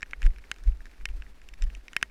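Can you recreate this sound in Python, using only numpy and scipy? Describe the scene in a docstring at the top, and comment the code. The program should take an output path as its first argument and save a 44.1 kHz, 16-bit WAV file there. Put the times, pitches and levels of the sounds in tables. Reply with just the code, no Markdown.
"""A muddy field track in light rain, where someone walks with the microphone in a plastic housing.
The bed is the hiss of rain on the field and a low rumble of moving air that swells with each stride.
Up close, single drops tick on the housing and set its walls ringing, over a patter of fine droplets.
Each footfall lands as a deep, soft thud with a faint squish of wet earth."""
import sys
import numpy as np
from scipy import signal
from scipy.fft import rfft, irfft
from scipy.io import wavfile

SR = 44100
rng = np.random.default_rng(int(sys.argv[2]) if len(sys.argv) > 2 else 0)


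def wav_record(signal):
    """Record a signal, one row per channel, as 16-bit PCM in the file named by sys.argv[1]."""
    frames = np.transpose(np.atleast_2d(signal))
    bounded = np.clip(frames, -1, 1)
    # unit amplitude maps onto the largest positive 16-bit level
    quanta = np.round(bounded * 32767).astype(np.int16)
    wavfile.write(sys.argv[1], SR, quanta)


N = 92610
TIME, DROP_TIME = np.arange(N) / SR, np.arange(int(.07 * SR)) / SR

# tone of the rain on the field: (frequency [Hz], relative level per Hz [dB])
HISS_SPECTRUM = [(60, -9.5), (130, 0), (290, 2.5), (550, -3), (1000, -6.5), (1350, -6.5), (1750, -6.5),
                 (2300, -8), (3200, -13), (4500, -13), (6500, -18), (10000, -22), (14500, -26),
                 (16000, -33)]
# tone of the air and handling rumble: (frequency [Hz], relative level per Hz [dB])
RUMBLE_SPECTRUM = [(12, 0.5), (25, -1.5), (52, -1), (70, -22.5), (100, -31), (200, -36.5), (500, -83)]
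# fader ride of the rumble: (time [s], level [dB])
RUMBLE_RIDE = [(0, -48.5), (.12, -49), (.2, -35.5), (.4, -39.5), (.52, -53), (.64, -40), (.8, -38),
               (.95, -52.5), (1.02, -37), (1.26, -39), (1.35, -49.5), (1.45, -47), (1.57, -39.5),
               (1.76, -36.5), (1.87, -58), (2.1, -48)]
# drop hits on the housing: (time [s], lower wall mode [Hz], its level [dB], upper wall mode [Hz],
# its level [dB], splash [dB], spray [dB], after-ring before softening [dB re upper mode])
DROP_HITS = [(0.0075, 1700, -54, 2190.0, -67, -58, -75, -18),
             (0.02, 1830, -51.5, 2120, -47.5, -52, -84, -2),
             (0.0288, 1804, -30, 2330.0, -30.5, -47, -83, -15),
             (0.11, 1770, -58, 2550.0, -52.5, -56, -64, -18),
             (0.1333, 1650, -35, 2060, -29.5, -69, -80, -11),
             (0.2191, 1750, -40, 2350, -43, -50, -61.5, -7), (0.229, 1760, -45, 2480, -38, -56, -62, -8),
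             (0.2392, 2020, -56, 2310, -60, -56, -75, -15), (0.2645, 1700, -39, 2430, -43.5, -53, -58, -6),
             (0.3612, 1700, -59, 2370, -51, -69, -81, -9),
             (0.3845, 1700, -52.5, 2270, -54.5, -62, -66, -16),
             (0.4401, 1820, -58, 2210, -53.5, -71, -80, -5),
             (0.5147, 1590, -30, 2830, -30.5, -37, -46.5, -12),
             (0.5416, 1900.0, -64, 2840.0, -66, -62, -75, -18),
             (0.5617, 1500.0, -59.5, 2540, -55.5, -66, -72, -15),
             (0.5846, 1780.0, -64, 2360.0, -60, -61, -79, -18),
             (0.6374, 1660, -58.5, 2300.0, -72, -59, -64.5, -18),
             (0.772, 1660.0, -73, 2510.0, -85, -66, -86, -18),
             (0.8055, 1720, -51.5, 2080.0, -69, -76, -79, -18),
             (0.8559, 1800, -49, 2100, -55, -57, -71, -16), (0.867, 1690, -53.5, 2070, -68, -73, -84, -18),
             (0.8952, 1930.0, -70, 2260, -61.5, -79, -83, -14),
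             (1.0109, 1660, -56, 2060, -55.5, -81, -89, -18),
             (1.0549, 1790, -33.5, 2550, -29.5, -36.5, -47.5, -10),
             (1.0884, 1690, -51.5, 2640, -47, -62.5, -64, -20),
             (1.2215, 1620, -47.5, 2660, -47, -62.5, -86, -15),
             (1.2653, 1870, -57.5, 2040, -60, -82, -82, -18),
             (1.416, 1790, -57, 2500, -59, -64.5, -76, -18),
             (1.488, 1880.0, -57.5, 2680, -47.5, -53.5, -63.5, -10),
             (1.5367, 1790.0, -79, 2270.0, -49.5, -72, -74, -16),
             (1.539, 1900, -53.5, 2470.0, -54, -54.5, -70, -18),
             (1.6221, 1876, -47.5, 2500, -43, -42.5, -66, -7.5),
             (1.6393, 1790.0, -58, 2880, -54.5, -55, -62, -18),
             (1.701, 1820, -53, 2600, -53, -68, -78, -11), (1.7499, 1980, -75, 2620, -45, -53, -67, -8.5),
             (1.8818, 1960.0, -72, 2340, -42, -53, -74, -8),
             (1.932, 1500, -45.5, 2900, -46.5, -53.5, -61, -6),
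             (1.946, 1850.0, -65, 2140.0, -72, -73, -86, -18),
             (1.9652, 1740, -24.5, 2475, -21, -33.5, -40, -13),
             (2.0132, 1640.0, -54, 2390.0, -50, -63, -89, -13),
             (2.0274, 1624, -21.5, 2620, -23.5, -33, -38, -16.5)]
# bright snap of the splash: (frequency [Hz], relative level [dB], t60 [s])
SPLASH_MODES = [(3720, -1.5, 0.011), (4420, -6.5, 0.0093), (5317, 6, 0.0068), (5920, -0.5, 0.0094),
                (7050, 7, 0.0034), (7620, -2.5, 0.0067)]
# sparkle of the finest spray: (frequency [Hz], relative level [dB], t60 [s])
SPRAY_MODES = [(9200, 5, 0.004), (9330, -12, 0.0075), (10140, 3, 0.0028), (12100, -3, 0.0041),
               (13300, -5, 0.0027)]
# faint after-ring of the housing: (frequency [Hz], relative level [dB], t60 [s])
RING_MODES = [(1883, -7, .05), (2150, 0.5, 0.035), (3070, -10.5, 0.037), (6450, -27, 0.028)]
# footfalls: (time [s], thud peak [dB], thud pitch [Hz], rebound [dB re thud], squelch [dB], fizz [dB])
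FOOTFALLS = [(.263, -9, 28.8, -11, -50, -48), (0.685, -12, 38.1, -11.5, -54.5, -57.5),
             (1.112, -29.5, 35.8, 5, -69, -62.5), (1.639, -16.5, 28.9, -9.5, -59, -57.5)]
# dull squelch of mud: (frequency [Hz], relative level per Hz [dB])
SQUELCH_SPECTRUM = [(70, -8.5), (130, 0), (280, -3.5), (500, -11), (900, -20), (2000, -41)]
# fizz of water pressed out underfoot: (frequency [Hz], relative level per Hz [dB])
FIZZ_SPECTRUM = [(500, -6), (1200, -3), (2000, 4.5), (3500, -6), (6500, -9), (10000, -19.5), (16000, -42)]

HISS_DB, HISS_FLICKER_DB = -62, 2.23
LOWER_T60_S, UPPER_T60_S, WALL_ATTACK_S, WALL_DELAY_S = 0.0077, 0.0037, 0.00083, .0001
WALL_LOWPASS = signal.butter(4, 3710, fs=SR, output="sos")
CONTACT_S, TAP_S, TAP_DB = 0.00054, 0.00054, -15.5
STRETCH_PER_DB, SOFT_GAP_DB = 0.011, 23.5
DROPLETS_PER_S, DROPLET_FLOOR_DB, DROPLET_SPREAD_DB, DROPLET_WALL_HZ = 110, -76.5, 4.5, (1736, 2340)
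THUD_CYCLES, HEEL_DB, HEEL_HZ, REBOUND_DELAY_S, REBOUND_HZ = 0.59, -21.5, 71.3, 0.0372, 36.2
SQUELCH_WIDTH_S, FIZZ_LEAD_S, FIZZ_WIDTH_S, FIZZ_GRAIN_DB = 0.028, 0.0091, 0.016, 4
HIGH_CUT_HZ = 16300


def from_db(db):
    """Decibels to gain."""
    return 10 ** (np.asarray(db) / 20)


def add(out, start_s, sound):
    """Lay a sound into the track at its cue."""
    i = int(np.clip(start_s * SR, 0, N - 1))
    out[i:i + len(sound)] += sound[:N - i]


def noise(spectrum):
    """Noise of rms 1, shaped to the given spectrum."""
    hz, db = np.transpose(spectrum)
    bin_hz = np.arange(N // 2 + 1) * SR / N
    gain = from_db(np.interp(np.log(bin_hz + 1e-9), np.log(hz), db))
    shaped = irfft(rfft(rng.standard_normal(N)) * gain, N)
    return shaped / shaped.std()


def flicker(per_s):
    """A random modulator with spread near 1 and per_s new values a second."""
    return np.interp(TIME * per_s, np.arange(N), rng.standard_normal(N))


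def field_hiss():
    """Rain on grass and earth blurs into a soft, lightly flickering hiss."""
    return from_db(HISS_DB + HISS_FLICKER_DB * flicker(per_s=59.8)) * noise(HISS_SPECTRUM)


def air_rumble():
    """Air and handling rumble that swells with each stride."""
    level_db = np.interp(TIME, *np.transpose(RUMBLE_RIDE))
    return from_db(level_db) * noise(RUMBLE_SPECTRUM)


def unit_tick(tick, window_s=.005):
    """Scale a tick to the energy of rms 1 held for window_s."""
    return tick / np.sqrt(np.sum(tick ** 2) / (window_s * SR) + 1e-20)


def mode(hz, t60, phase_cycles):
    """One resonance: a sine that falls 60 dB in t60 seconds."""
    return np.sin(2 * np.pi * (hz * DROP_TIME + phase_cycles)) * from_db(-60 * DROP_TIME / t60)


def modes(table, detune, uneven_db=2.5):
    """A bank of resonances, struck a little differently each time."""
    bank = 0
    for hz, db, t60 in table:
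        gain = from_db(db + uneven_db * rng.normal())
        bank += gain * mode(hz * (1 + detune * rng.normal()), t60, rng.random())
    return bank


def wall_mode(hz, t60, swell):
    """One damped mode of the plastic wall: it swells, dies fast and has a dull top."""
    return unit_tick(signal.sosfilt(WALL_LOWPASS, swell * mode(hz, t60, 0) + 1e-18))


def drop(lower_hz, lower_db, upper_hz, upper_db, splash_db, spray_db, ring_db):
    """One drop: splash, spray and a dull tap as attack, two wall modes as body, a faint ring as tail."""
    contact = 1 - np.exp(-DROP_TIME / CONTACT_S)   # the splash rises as the drop flattens
    swell = 1 - np.exp(-np.maximum(DROP_TIME - WALL_DELAY_S, 0) / WALL_ATTACK_S)
    # a drop with less spray lands softly: the walls ring longer and the after-ring is weaker
    stretch = 1 + np.clip(STRETCH_PER_DB * (upper_db - spray_db - SOFT_GAP_DB), 0, 1)
    lower = from_db(lower_db) * wall_mode(lower_hz, LOWER_T60_S * stretch, swell)
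    upper = from_db(upper_db) * wall_mode(upper_hz, UPPER_T60_S * stretch, swell)
    splash = from_db(splash_db) * unit_tick(contact * modes(SPLASH_MODES, detune=0.035))
    spray = from_db(spray_db) * unit_tick(contact * modes(SPRAY_MODES, detune=0.059))
    tap = from_db(lower_db + TAP_DB) * unit_tick(DROP_TIME * np.exp(-DROP_TIME / TAP_S))
    ring_gain = from_db(upper_db + ring_db) / stretch ** 2
    ring = ring_gain * unit_tick(swell * modes(RING_MODES, detune=0.0025))
    return lower + upper + splash + spray + tap + ring


def large_drops():
    """The foreground ticks: large drops striking the housing."""
    out = np.zeros(N)
    for start_s, *hit in DROP_HITS:
        add(out, start_s, drop(*hit))
    return out


def droplets():
    """Fine droplets land at random, a faint patter between the large drops."""
    out = np.zeros(N)
    for _ in range(int(DROPLETS_PER_S * N / SR)):
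        db = DROPLET_FLOOR_DB + DROPLET_SPREAD_DB * min(rng.exponential(), 3)
        lower_hz, upper_hz = np.array(DROPLET_WALL_HZ) * (1 + 0.094 * rng.normal(size=2))
        tilt_db, bright_db = 2.1 * rng.normal(size=2)
        start_s = rng.random() * N / SR
        tick = drop(lower_hz, db + tilt_db, upper_hz, db - tilt_db,
                    splash_db=db + bright_db - 11.5, spray_db=db + bright_db - 21, ring_db=-16)
        add(out, start_s, tick)
    return out


def jolt(centre_s, hz):
    """One smooth down-and-up swing of pressure, peak 1."""
    cycles = (TIME - centre_s) * hz
    swing = np.sin(2 * np.pi * cycles) * np.exp(-(cycles / THUD_CYCLES) ** 2)
    return swing / swing.max()


def footsteps():
    """Each footfall jolts the housing, rebounds once, squelches in mud and presses out a fizz of water."""
    out = np.zeros(N)
    mud = noise(SQUELCH_SPECTRUM)
    water = noise(FIZZ_SPECTRUM) * from_db(FIZZ_GRAIN_DB * flicker(per_s=450))
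    for step_s, thud_db, thud_hz, rebound_db, squelch_db, fizz_db in FOOTFALLS:
        heel = from_db(HEEL_DB) * jolt(step_s, HEEL_HZ)   # a quicker knock inside the thud
        rebound = from_db(rebound_db) * jolt(step_s + REBOUND_DELAY_S, REBOUND_HZ)
        out += from_db(thud_db) * (jolt(step_s, thud_hz) + heel + rebound)
        out += from_db(squelch_db) * mud * np.exp(-((TIME - step_s) / SQUELCH_WIDTH_S) ** 2)
        out += from_db(fizz_db) * water * np.exp(-((TIME - step_s + FIZZ_LEAD_S) / FIZZ_WIDTH_S) ** 2)
    return out


def scene():
    """The mono mix: close drops and footsteps over the bed of rumble and hiss."""
    return (large_drops() + droplets() + footsteps() + air_rumble() + field_hiss())[None]


def record(dry):
    """A steep high cut on the whole mix."""
    return signal.sosfilt(signal.ellip(10, .1, 80, HIGH_CUT_HZ, fs=SR, output="sos"), dry)


dry = scene()
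out = record(dry)
wav_record(out)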